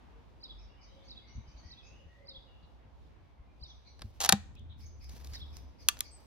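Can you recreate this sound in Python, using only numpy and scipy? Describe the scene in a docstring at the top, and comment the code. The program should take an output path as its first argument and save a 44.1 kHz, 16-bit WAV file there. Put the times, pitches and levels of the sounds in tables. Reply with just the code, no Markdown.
"""A break-barrel air rifle is loaded in a garden: hinge scrape, latch, breech slam, then a catch that snaps twice.
Steel parts are decaying noise bands plus tuned modes; hands are knocks, skin ticks, low bumps and gritty noise.
Sparrows, a blackbird, a dove and a distant chorus are gliding sines, partly blurred by diffuse tails.
Underneath lie coloured-noise air, a wavering low drone and a rumble."""
import sys
import numpy as np
from scipy import signal
from scipy.fft import rfft, irfft, next_fast_len
from scipy.io import wavfile
from scipy.ndimage import uniform_filter1d

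SR = 44100
rng = np.random.default_rng(int(sys.argv[2]) if len(sys.argv) > 2 else 0)


def bounce(signal):
    """Save signal as a 16-bit WAV file at the path given by the first command-line argument."""
    frames = np.transpose(np.atleast_2d(signal))
    limited = np.clip(frames, -1, 1)
    pcm = np.round(limited * 32767).astype(np.int16)
    wavfile.write(sys.argv[1], SR, pcm)


N = 276065
TIME_S = np.arange(N) / SR
TOP_HZ = 16300

# Levels in all tables are ahead of the gains applied in the functions.
# Garden air swell: (time [s], level [dB])
AIR_SWELL = [(0.0, -70), (3.84, -74), (4.04, -74), (4.25, -70), (4.55, -74), (4.99, -75), (5.25, -70),
             (6.26, -71)]
# Garden air spectrum: (frequency [Hz], gain [dB])
AIR_COLOUR = [(20, -32), (35, -11), (60, 0), (110, -9), (170, -15), (280, -15), (450, -20), (950, -21),
              (1400, -29), (2200, -32), (3500, -35), (6000, -44), (8000, -54), (14000, -57), (16000, -66)]
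# Low drone: (time [s], frequency [Hz], level [dB])
DRONE = [(0.0, 50.4, -62), (.35, 50, -63), (.62, 49.5, -57), (0.98, 53, -60), (1.1, 62.7, -61),
         (2.39, 57.1, -68), (2.47, 60, -64), (3.56, 58, -68), (4.41, 82, -54), (4.93, 78, -55),
         (5.02, 64, -52), (5.42, 66, -50.5), (5.53, 77, -50.5), (5.68, 66.5, -57), (6.26, 66.4, -64)]
# Rumble of hands and air on the microphone: (time [s], level [dB])
RUMBLE_SWELL = [(0, -72), (1.1, -64), (1.5, -64), (2.2, -73), (2.7, -66), (3.2, -63), (3.7, -68),
                (4.1, -60), (4.6, -54), (5.3, -55), (5.7, -58), (6.26, -66)]
# Rumble spectrum: (frequency [Hz], gain [dB])
RUMBLE_COLOUR = [(20, -36), (32, -11), (48, 0), (80, -3), (125, -8), (180, -16), (260, -18), (420, -32),
                 (1000, -55), (4000, -80)]

# Distant chorus: time span, pitch range, mean level
CHORUS_START_S, CHORUS_END_S = .6, 1.7
CHORUS_LOW_HZ, CHORUS_HIGH_HZ, CHORUS_DB = 1850, 5000, -73
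# Dove coos: (time [s], length [s], start pitch [Hz], end pitch [Hz], level [dB])
DOVE_COOS = [(.1, .11, 450, 450, -65), (.8, .32, 560, 525, -67), (1.81, .28, 533, 530, -70),
             (2.14, .16, 528, 535, -63), (2.3, .15, 540, 515, -63)]
# Blackbird notes: (time [s], length [s], start pitch [Hz], end pitch [Hz], level [dB])
BLACKBIRD_NOTES = [(.78, .07, 2250, 2450, -69), (.96, .12, 2300, 2100, -72), (1.2, .14, 2100, 2150, -69),
                   (1.61, .13, 1850, 1980, -65), (1.815, .1, 2500, 2680, -59.5),
                   (1.9, .12, 2680, 2930, -62), (2.07, .11, 1880, 1900, -65),
                   (2.18, .08, 1950, 2150, -64.5), (2.465, .06, 2980, 2620, -65),
                   (2.54, .08, 2650, 2920, -67), (3.23, .07, 2250, 2300, -75), (3.36, .06, 2050, 2030, -75),
                   (3.46, .08, 2370, 2380, -72)]
# One thin arched call: (time [s], length [s], start pitch [Hz], end pitch [Hz], level [dB])
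THIN_CALL = (6.106, .082, 7950, 7650, -58)
# Low harsh chups from bushes: (time [s], length [s], start pitch [Hz], end pitch [Hz], level [dB])
CHUPS = [(2.61, .05, 3700, 3900, -71), (4.55, .05, 3000, 3400, -63), (4.685, .055, 3100, 3450, -62)]
# Far sparrow cheeps: (time [s], length [s], lower voice [Hz], its level [dB],
# upper voice [Hz], its level [dB])
FAR_CALLS = [(.565, .08, 5150, -66, 6100, -76), (.795, .07, 4900, -64, 6000, -67),
             (1.02, .06, 4450, -69, 6200, -68), (1.25, .06, 4350, -66, 5900, -62),
             (1.31, .05, 4400, -72, 6200, -66), (1.455, .07, 4800, -67, 6100, -70),
             (1.545, .06, 4500, -67, 6200, -66), (1.62, .07, 4700, -65, 6000, -63),
             (1.815, .08, 5100, -66, 6300, -66), (3.64, .06, 5000, -68, 5900, -63),
             (3.838, .06, 4300, -62, 5850, -65), (4.785, .07, 5100, -65, 6200, -69),
             (4.83, .04, 4600, -69, 6250, -60), (4.995, .07, 5050, -60, 6200, -69),
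             (5.08, .04, 4600, -68, 6150, -60), (5.36, .05, 4800, -68, 5500, -63),
             (5.51, .06, 4950, -63, 6000, -62), (5.775, .07, 4950, -62, 6050, -64),
             (6.02, .06, 4750, -58, 5950, -62)]
UNDERTONE_HZ, UNDERTONE_DB = 2250, -8  # level against the lower voice's table level
# Near sparrow chirp contour: (delay [s], pitch [Hz], level [dB])
CHIRP_CONTOUR = [(0, 4450, -28), (.021, 4750, -10), (.025, 5800, -20), (.027, 3800, -24), (.030, 4000, -6),
                 (.038, 4350, 0), (.044, 5150, 3), (.048, 3950, -4), (.067, 3720, -6), (.078, 3600, -28),
                 (.089, 3250, -17), (.103, 3550, -4), (.108, 4000, 0), (.114, 3450, -3), (.128, 3300, -9),
                 (.138, 2900, -28)]
# Near sparrow calls: (time [s], level [dB], time stretch [ratio], second peak re first [dB])
NEAR_CALLS = [(.398, -45.5, 1, -1), (1.066, -45, 1.03, -3), (1.674, -48.5, 1.07, -2), (2.251, -46, 1.02, 0),
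              (3.598, -46.5, .98, -5), (5.311, -44, 1, 0)]
NOTE_ATTACK, NOTE_RELEASE = .25, .35  # shares of a note's length

# Finger bumps: (time [s], level [dB], frequency [Hz])
BUMPS = [(1.352, -31, 62), (1.374, -31, 105), (1.475, -37, 70), (1.54, -39, 65), (1.65, -37, 80),
         (2.055, -41, 75), (2.37, -43, 60), (2.63, -43, 70), (2.85, -47, 100), (3.395, -41, 60),
         (3.615, -36, 65), (4.005, -40, 75), (4.043, -32, 100), (4.61, -42, 110), (4.69, -42, 100),
         (4.77, -43, 95), (5.005, -39, 62), (5.32, -35, 68), (5.415, -35, 72), (5.56, -40, 75)]
# Dull knocks of a hand grabbing the barrel:
# (time [s], level [dB], contact [ms], ring t60 at 1 kHz [s])
KNOCKS = [(3.9925, -59.5, 2, .03), (4.0095, -62, 2, .03), (4.0182, -45.5, 2.4, .03), (5.9690, -54, 2, .03)]
# Knock spectrum: (frequency [Hz], gain [dB])
KNOCK_COLOUR = [(300, -4), (750, 1), (1100, -4), (1650, 2), (2400, -6), (3400, -7), (4700, 2), (6300, -15),
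                (8300, -10), (11000, -22), (16000, -34)]
# Barrel modes under the hand's knock: (frequency [Hz], level re knock [dB], t60 [s])
KNOCK_MODES = [(785, -7, .07), (1600, -7, .04), (4600, -5, .035)]
# Bright thin ticks, mostly skin creaking on the wooden stock, with one faint pellet tick:
# (time [s], level [dB], contact [ms], ring t60 at 1 kHz [s])
TICKS = [(1.738, -78, 1, .015), (4.5522, -68, 1, .02), (4.594, -73, 1, .02), (5.0420, -62, 2, .02),
         (5.0920, -55, 5, .03), (5.2450, -54, 3, .02), (5.2705, -56, 3, .02), (5.3340, -56, 2, .03),
         (5.5675, -52, 2, .015)]
# Tick spectrum: (frequency [Hz], gain [dB])
TICK_COLOUR = [(400, -9), (900, -9), (1600, -10), (3000, -8), (4800, -1), (5900, 0), (7500, -11),
               (11000, -13), (16000, -20)]
# Palm strokes on the stock: (time [s], length [s], level [dB])
STROKES = [(3.96, .22, -81), (4.765, .04, -71), (4.98, .1, -75), (5.08, .2, -67.5), (5.32, .05, -71),
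           (5.5, .07, -74), (5.78, .25, -75), (6.16, .1, -77)]
STROKE_ATTACK_S, STROKE_RELEASE_T60_S = .045, .5
# Palm rub spectrum: (frequency [Hz], gain [dB])
RUB_COLOUR = [(35, 20), (70, 20), (150, 13), (400, 10), (750, 8), (1200, 3), (2000, 4), (3000, 2),
              (5500, 5), (8000, -4), (12000, -3), (16000, -8)]
# Rasp of the tightening grip: (time [s], length [s], level [dB])
RASP = (5.333, .027, -50.5)
# Rasp spectrum: (frequency [Hz], gain [dB])
RASP_COLOUR = [(400, -6), (1400, -12), (1950, 4), (2600, -8), (3800, -7), (4800, -1), (5800, 1),
               (7500, -16), (15000, -21)]

# Catch snaps and returns: (time [s], level [dB], contact [ms], ring t60 at 1 kHz [s])
CATCH_BLOWS = [(5.8855, -18.3, 1.9, .019), (5.8925, -39, 2, .018), (5.9903, -52, 1.2, .012),
               (6.0058, -30, 1.6, .014)]
# Catch spectrum: (frequency [Hz], gain [dB])
CATCH_COLOUR = [(400, -36), (800, -29), (1200, -5), (2000, -6), (3200, -1.5), (4200, -1), (5200, -10),
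                (6400, -1), (7800, -5), (9000, -2), (11500, -5), (15500, -17)]
# Catch modes: (frequency [Hz], level [dB], t60 [s])
CATCH_MODES = [(1184, -29, .06), (1744, -41, .09), (3400, -27, .03), (4300, -28, .025), (5959, -35, .08),
               (8750, -15.5, .013), (11300, -30, .022)]
# Hinge slips: (time [s], level [dB], contact [ms], ring t60 at 1 kHz [s])
SLIPS = [(4.2032, -34.5, 2, .02), (4.2145, -35, 3, .035), (4.2220, -37, 3, .04), (4.2330, -38, 3, .04),
         (4.2388, -32.5, 2.6, .025), (4.2470, -28, 1.4, .03), (4.2576, -36, 1.5, .025),
         (4.2606, -33, 2.5, .025)]
# Hinge spectrum: (frequency [Hz], gain [dB])
HINGE_COLOUR = [(300, -16), (500, -8), (850, 0), (1200, -6), (1700, -5), (2300, -6), (3700, 0), (5000, -3),
                (6500, 0), (8500, -8), (11000, -9), (14000, -19), (15500, -23)]
# Latch blows: (time [s], level [dB], contact [ms], ring t60 at 1 kHz [s])
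LATCH_BLOWS = [(4.2906, -17.8, 1.5, .022), (4.2932, -21, 1.2, .026)]
# Latch spectrum: (frequency [Hz], gain [dB])
LATCH_COLOUR = [(200, -13), (350, -17), (580, -16), (780, 3), (1000, -12), (1500, -3.5), (2100, -16),
                (2700, -7), (3900, -4.5), (5000, -11), (6300, -4), (8000, -10), (10500, -10), (13000, -24),
                (15500, -30)]
# Latch modes: (frequency [Hz], level [dB], t60 [s])
LATCH_MODES = [(10470, -34, .045), (3950, -22, .018)]
# Breech slam, one row: (time [s], level [dB], contact [ms], ring t60 at 1 kHz [s])
SHUT_BLOW = (4.3234, -17.2, 1.8, .026)
# Breech slam spectrum: (frequency [Hz], gain [dB])
SHUT_COLOUR = [(150, -2), (300, -6), (500, -3), (630, -6), (780, 0), (1000, -8), (1300, 1.5), (1700, -2.5),
               (2100, -9), (2600, -4), (3200, -6), (4000, -4), (5000, -7), (6500, -3), (8000, -7),
               (10000, -11), (13000, -22), (15500, -20)]
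# Barrel and action modes: (frequency [Hz], level [dB], t60 [s])
BARREL_MODES = [(785, -21.5, .07), (1055, -35, .05), (1285, -26, .035), (1500, -29, .045), (1670, -28, .04),
                (2783, -27, .03), (3780, -27, .05), (4683, -30, .035), (5700, -33, .045), (6880, -30, .03)]
# Wooden stock modes: (frequency [Hz], level [dB], t60 [s])
STOCK_MODES = [(205, -20, .13), (160, -21, .055), (115, -23, .06), (75, -29, .07), (480, -24, .025)]
# Lag of the left port behind the right for the rifle: (frequency [Hz], phase [rad])
RIFLE_LAG = [(0, 0), (300, .1), (800, .8), (1700, 1.2), (3800, .8), (6000, 1.8), (8000, 3.2), (10000, 4.6),
             (12000, 6), (14000, 7), (16000, 8.6)]


def undb(db):
    """Decibels to gain."""
    return 10 ** (np.asarray(db) / 20)


def unit(x):
    """Scale to rms 1."""
    return x / np.sqrt(np.mean(x ** 2) + 1e-30)


def curve(rows, column=1):
    """Interpolate a table column linearly over time."""
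    rows = np.array(rows)
    return np.interp(TIME_S, rows[:, 0], rows[:, column])


def colour_at(colour, hz):
    """Gain of a (Hz, dB) spectrum, interpolated over log frequency."""
    colour_hz, db = np.transpose(colour)
    return undb(np.interp(np.log(hz + 1), np.log(colour_hz), db))


def tint(x, colour):
    """Filter by a (Hz, dB) spectrum."""
    size = next_fast_len(x.shape[-1])
    gain = colour_at(colour, np.fft.rfftfreq(size, 1 / SR))
    return irfft(rfft(x, size) * gain, size)[..., :x.shape[-1]]


def wander(rate_hz):
    """Smoothed random steps, rms near 1."""
    hold = max(int(SR / rate_hz), 1)
    steps = np.repeat(rng.standard_normal(N // hold + 1), hold)
    return unit(uniform_filter1d(steps, hold)[:N])


def fade(t_s, t60_s):
    """Exponential decay, 60 dB per t60; flat before zero."""
    return np.exp(-np.log(1000) * np.maximum(t_s, 0) / t60_s)


def add(out, start_s, x):
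    """Mix a sound in at a time."""
    i = int(start_s * SR)
    out[..., i:i + x.shape[-1]] += x[..., :N - i]


def pair(size, likeness):
    """Left and right noise with a given correlation."""
    c = np.clip(likeness, -.99, .99)
    mid, side = rng.standard_normal((2, size))
    sides = side * np.array([[1], [-1]])
    return (np.sqrt(1 + c) * mid + np.sqrt(1 - c) * sides) / np.sqrt(2)


def pan(left_minus_right_db):
    """Channel gains for a level difference."""
    return undb(np.array([[left_minus_right_db], [-left_minus_right_db]]) / 2)


def ports(x, lag):
    """Shift the left port by a (Hz, rad) phase lag; a negative lag leads the right port."""
    size = next_fast_len(N + 64)
    lag_rad = np.interp(np.fft.rfftfreq(size, 1 / SR), *np.transpose(lag))
    left = irfft(rfft(x[0], size) * np.exp(-1j * lag_rad), size)
    return np.stack([left[:N], x[-1]])


def scatter(x, t60_s, onset_s, colour):
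    """Diffuse reflections: convolve with decaying coloured noise, unrelated left and right."""
    t = np.arange(SR) / SR
    response = tint(rng.standard_normal((2, SR)), colour) * fade(t, t60_s) * (1 - np.exp(-t / onset_s))
    response = unit(response) / np.sqrt(SR)
    return signal.fftconvolve(np.atleast_2d(x), response, axes=-1)[:, :N]


def garden(air_db=13.1, drone_db=3.5, throb=.4, wander_db=1.6):
    """Air and far traffic as noise with wandering octave bands, over a throbbing drone and a rumble."""
    noise = tint(pair(N, .15), AIR_COLOUR)
    lowpassed = [noise]
    for cutoff_hz in (2800, 1400, 700, 350, 175):
        sos = signal.butter(4, cutoff_hz, fs=SR, output="sos")
        lowpassed.append(signal.sosfiltfilt(sos, noise))
    lowpassed.append(0)
    # neighbouring low-passes subtract to bands
    bands = sum((upper - lower) * undb(wander_db * wander(9))
                for upper, lower in zip(lowpassed, lowpassed[1:]))
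    air = unit(bands) * undb(curve(AIR_SWELL) + air_db + .6 * wander(3))

    phase = 2 * np.pi * np.cumsum(curve(DRONE)) / SR
    sway = 1 + throb * (wander(16) + 1j * wander(16))  # amplitude and phase
    port_phase = np.array([[0], [1.3]])
    drone = unit(np.real(sway * np.exp(1j * (phase + port_phase))))
    drone = drone * undb(curve(DRONE, column=2) + drone_db)

    rumble = unit(tint(pair(N, .4), RUMBLE_COLOUR)) * undb(curve(RUMBLE_SWELL) + 2 * wander(12))
    return air + drone + rumble


def whistle(notes, arch=0, waver=.01, waver_hz=150, flutter_db=2.5, size=128):
    """Near-sine bird voice: notes swell, hold and fade; pitch glides, arches and wavers."""
    out = np.zeros(N)
    for start_s, length_s, from_hz, to_hz, db in notes:
        along = np.linspace(0, 1, int(length_s * SR))
        wobble, flutter = (np.interp(along * length_s * waver_hz, np.arange(size), row)
                           for row in rng.standard_normal((2, size)))
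        glide_hz = from_hz + (to_hz - from_hz) * along
        hz = glide_hz * (1 + arch * np.sin(np.pi * along) + waver * wobble)
        swell = np.clip(np.minimum(along / NOTE_ATTACK, (1 - along) / NOTE_RELEASE), 0, 1)
        tone = np.sin(2 * np.pi * np.cumsum(hz) / SR)
        add(out, start_s, tone * swell * undb(db + flutter_db * flutter))
    return out


def chorus(count=22):
    """Distant birds: short random whistles, overlapping."""
    when, height, slope, length, loud = rng.random((count, 5)).T
    start_s = np.interp(when, (0, 1), (CHORUS_START_S, CHORUS_END_S))
    hz = CHORUS_LOW_HZ * (CHORUS_HIGH_HZ / CHORUS_LOW_HZ) ** height
    end_hz = hz * (.92 + .16 * slope)
    notes = zip(start_s, .04 + .06 * length, hz, end_hz, CHORUS_DB + 6 * (loud - .5))
    return whistle(notes, arch=.04, waver=.025, waver_hz=250, flutter_db=4)


def cheeps(upper_late_s=.012):
    """Far sparrows: two rough voices, the lower harsher, over a weak undertone."""
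    lower, upper, under = [], [], []
    for s, length_s, low_hz, low_db, high_hz, high_db in FAR_CALLS:
        lower.append((s, length_s, low_hz * .97, low_hz * 1.02, low_db))
        upper.append((s + upper_late_s, length_s, high_hz * .98, high_hz, high_db - 1))
        under.append((s, length_s, UNDERTONE_HZ, UNDERTONE_HZ, low_db + UNDERTONE_DB))
    return (whistle(lower, arch=.02, waver=.07, waver_hz=600, flutter_db=4.5)
            + whistle(under, arch=.02, waver=.05, waver_hz=400, flutter_db=4)
            + whistle(upper, arch=0, waver=.026, waver_hz=500, flutter_db=4.5))


def chirps(second_peak_s=.08, waver=.011, flutter_db=2.5):
    """Near sparrow: a slightly hoarse whistle whipped through two sharp pitch peaks."""
    out = np.zeros(N)
    delay_s, contour_hz, contour_db = np.transpose(CHIRP_CONTOUR)
    for start_s, db, stretch, second_db in NEAR_CALLS:
        t = TIME_S[:int(delay_s[-1] * stretch * SR)] / stretch
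        hz = np.interp(t, delay_s, contour_hz) * (1 + waver * wander(900)[:len(t)])
        level_db = db + np.interp(t, delay_s, contour_db) + second_db * (t > second_peak_s)
        level_db = level_db + flutter_db * wander(300)[:len(t)]
        add(out, start_s, np.sin(2 * np.pi * np.cumsum(hz) / SR) * undb(level_db))
    return out


def birds():
    """Mix the bird voices: direct sound, short tail from leaves, long tails from hedges and trees."""
    near, far = chirps(), cheeps()
    chups = whistle(CHUPS, arch=.08, waver=.13, waver_hz=800, flutter_db=3)
    song = whistle(BLACKBIRD_NOTES, arch=.01, waver=.022, waver_hz=260, flutter_db=3.5)
    dove = whistle(DOVE_COOS, arch=0, waver=.04, waver_hz=110, flutter_db=3)
    thin = whistle([THIN_CALL], arch=.06, waver=.012, waver_hz=300, flutter_db=2.5)

    direct = ports([near], [(0, 0), (8000, -5.8)]) * pan(-2) + thin * pan(3.5)
    direct = direct + undb(-6) * song + undb(-9) * dove
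    leaves = scatter(undb(-13) * near + undb(-3) * far + chups, .11, .003,
                     [(500, 0), (6000, 0), (12000, -6)])
    send = undb(-12.5) * near + undb(-3.5) * far + undb(-9) * chups + dove + undb(-10) * thin + chorus()
    hedges = scatter(send, .65, .012,
                     [(500, 0), (2300, -1), (3400, 3), (4500, 0), (6000, -2.5), (12000, -4)])
    trees = scatter(song, .65, .012, [(3000, 0), (12000, -4)])
    return direct + leaves + hedges + undb(-4) * trees


def blow(row, colour, lows_late_s=.0012, ring_slope=.45, likeness=.88, size=4096):
    """Impact: third-octave noise holds for the contact, then decays, highs fastest."""
    _, db, contact_ms, t60_s = row
    t = np.arange(size) / SR
    hz = 160 * 2 ** (np.arange(21)[:, None, None] / 3)
    window = np.exp(-(4 * np.log2((np.fft.rfftfreq(size, 1 / SR) + 1) / hz)) ** 2)
    noise = np.array([pair(size, likeness ** min(f / 1000, 1)) for f in hz.flat])
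    bands = irfft(rfft(noise) * window)
    rise = 1 - np.exp(-(t / (lows_late_s * (1000 / hz) ** .35)) ** 2)
    bands = bands * rise * fade(t - contact_ms / 1000, t60_s * (1000 / hz) ** ring_slope)
    bands = bands / bands.std(axis=(1, 2), keepdims=True)
    burst = unit(np.sum(bands * colour_at(colour, hz) * np.sqrt(hz), axis=0))
    return burst * undb(db) * np.sqrt(SR / 100 / size)  # level: total energy as rms over 10 ms


def blows(rows, colour):
    """A series of impacts of one colour."""
    out = np.zeros((2, N))
    for row in rows:
        add(out, row[0], blow(row, colour))
    return out


def ring(modes, push_s, spread_rad):
    """Decaying modes of alternating sign, eased in by a push; random phase per port."""
    t = np.arange(SR // 2) / SR
    tones = np.zeros((2, len(t)))
    for k, (hz, db, t60_s) in enumerate(modes):
        phase = 2 * np.pi * hz * t + spread_rad * rng.standard_normal((2, 1))
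        tones += (-1) ** k * undb(db) * fade(t, t60_s) * np.sin(phase)
    return tones * (1 - np.exp(-t / push_s))


def grit(rate_hz, spread_db):
    """Skin stick-slip: dense random clicks of uneven size."""
    chance, size = rng.random(N), rng.standard_normal(N)
    return (chance < rate_hz / SR) * np.sign(size) * undb(spread_db * np.minimum(abs(size), 2))


def palm(rub_db=7.5, grain_db=-4.5, uneven_db=2.4):
    """Palm on wood: noise and grit slide in uneven strokes, with one short rasp of the grip."""
    grip = np.zeros(N)
    for start_s, length_s, db in STROKES:
        attack = np.clip((TIME_S - start_s) / STROKE_ATTACK_S, 0, 1)
        grip += undb(db) * attack * fade(TIME_S - start_s - length_s, STROKE_RELEASE_T60_S)
    friction = pair(N, .45) + undb(grain_db) * unit(grit(700, 7))
    unevenness = undb(rub_db + uneven_db * wander(45) + 1.5 * wander(250))
    rub = unit(tint(friction, RUB_COLOUR)) * grip * unevenness

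    start_s, length_s, db = RASP
    rasp = unit(tint(grit(1100, 4) + .3 * pair(N, .2), RASP_COLOUR)) * undb(db)
    attack = np.clip((TIME_S - start_s) / .002, 0, 1)
    return rub + rasp * attack * fade(TIME_S - start_s - length_s, .03)


def hands(bump_t60_s=.1, bump_pan_db=2.5):
    """Barrel knocks under the hand (noise plus modes), skin ticks (noise), low finger bumps, palm rub."""
    out = blows(KNOCKS, KNOCK_COLOUR) + blows(TICKS, TICK_COLOUR)
    for start_s, db, _, _ in KNOCKS:
        add(out, start_s, ring(KNOCK_MODES, .001, .4) * undb(db))
    for start_s, db, hz in BUMPS:
        modes = [(hz, db, bump_t60_s), (hz * .6, db - 4, bump_t60_s), (hz * 2.1, db - 12, bump_t60_s)]
        add(out, start_s, ring(modes, .005, .5) * pan(bump_pan_db))
    return out + palm()


def catch(rebound_tilt_db_per_octave=5.5, rebound_ring_db=-5):
    """A sprung steel part snaps and rings; later blows are thinner and ring less."""
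    thin = [(hz, db + rebound_tilt_db_per_octave * np.log2(min(hz, 3600))) for hz, db in CATCH_COLOUR]
    out = blows(CATCH_BLOWS[:1], CATCH_COLOUR) + blows(CATCH_BLOWS[1:], thin)
    for k, (start_s, db, _, _) in enumerate(CATCH_BLOWS):
        ring_db = db - CATCH_BLOWS[0][1] + (rebound_ring_db if k else 0)
        add(out, start_s, ring(CATCH_MODES, .0008, .3) * undb(ring_db))
    return out * pan(.8)


def sliding(colour, start_s, end_s):
    """Steel sliding on steel: coloured noise gated with 5 ms ramps."""
    gate = uniform_filter1d(1. * ((TIME_S > start_s) & (TIME_S < end_s)), SR // 200)
    return unit(tint(pair(N, .6), colour)) * gate


def barrel(scrape_db=-39.5, ride_db=-45, start_s=4.203, end_s=4.266, stock_s=4.329):
    """Hinge scrapes in slips, latch rides up its ramp and snaps, breech slams, stock shudders."""
    scrape = sliding(HINGE_COLOUR, start_s, end_s) * undb(scrape_db + 3.5 * wander(350))
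    groan_colour = [(300, -26), (600, -16), (800, 3), (1100, -14), (1700, -18),
                    (3500, -12), (5500, -14), (9000, -28), (15000, -42)]
    latch_s = LATCH_BLOWS[0][0]
    groan = sliding(groan_colour, end_s, latch_s) * undb(ride_db)
    out = blows(LATCH_BLOWS, LATCH_COLOUR) + blows([SHUT_BLOW], SHUT_COLOUR)
    for s, db, _, _ in [LATCH_BLOWS[0], SHUT_BLOW] + list(SLIPS):
        add(out, s, ring(BARREL_MODES, .001, .5) * undb(db - SHUT_BLOW[1]))
    add(out, stock_s, ring(STOCK_MODES, .003, .1))
    add(out, latch_s, ring(LATCH_MODES, .001, .3))
    return out * pan(1.3) + scrape + groan + blows(SLIPS, HINGE_COLOUR)


def scene(early_db=-25, late_db=-34):
    """Rifle, its quick return from ground and house wall, its longer one from trees, birds, garden."""
    rifle = ports(barrel() + catch() + hands(), RIFLE_LAG)
    early = scatter(rifle, .17, .004, [(150, -6), (700, 0), (2300, 1), (5000, -4),
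                                       (7000, -5), (9000, -9), (16000, -11)])
    late = scatter(rifle, .5, .02, [(150, -6), (1000, -1), (2200, 3), (4000, -5),
                                    (7000, -6), (9000, -15), (16000, -21)])
    return rifle + undb(early_db) * early + undb(late_db) * late + birds() + garden()


def record(dry):
    """Steep elliptic low-pass at TOP_HZ."""
    return signal.sosfilt(signal.ellip(8, .2, 70, TOP_HZ, fs=SR, output="sos"), dry)


dry = scene()
out = record(dry)
bounce(out)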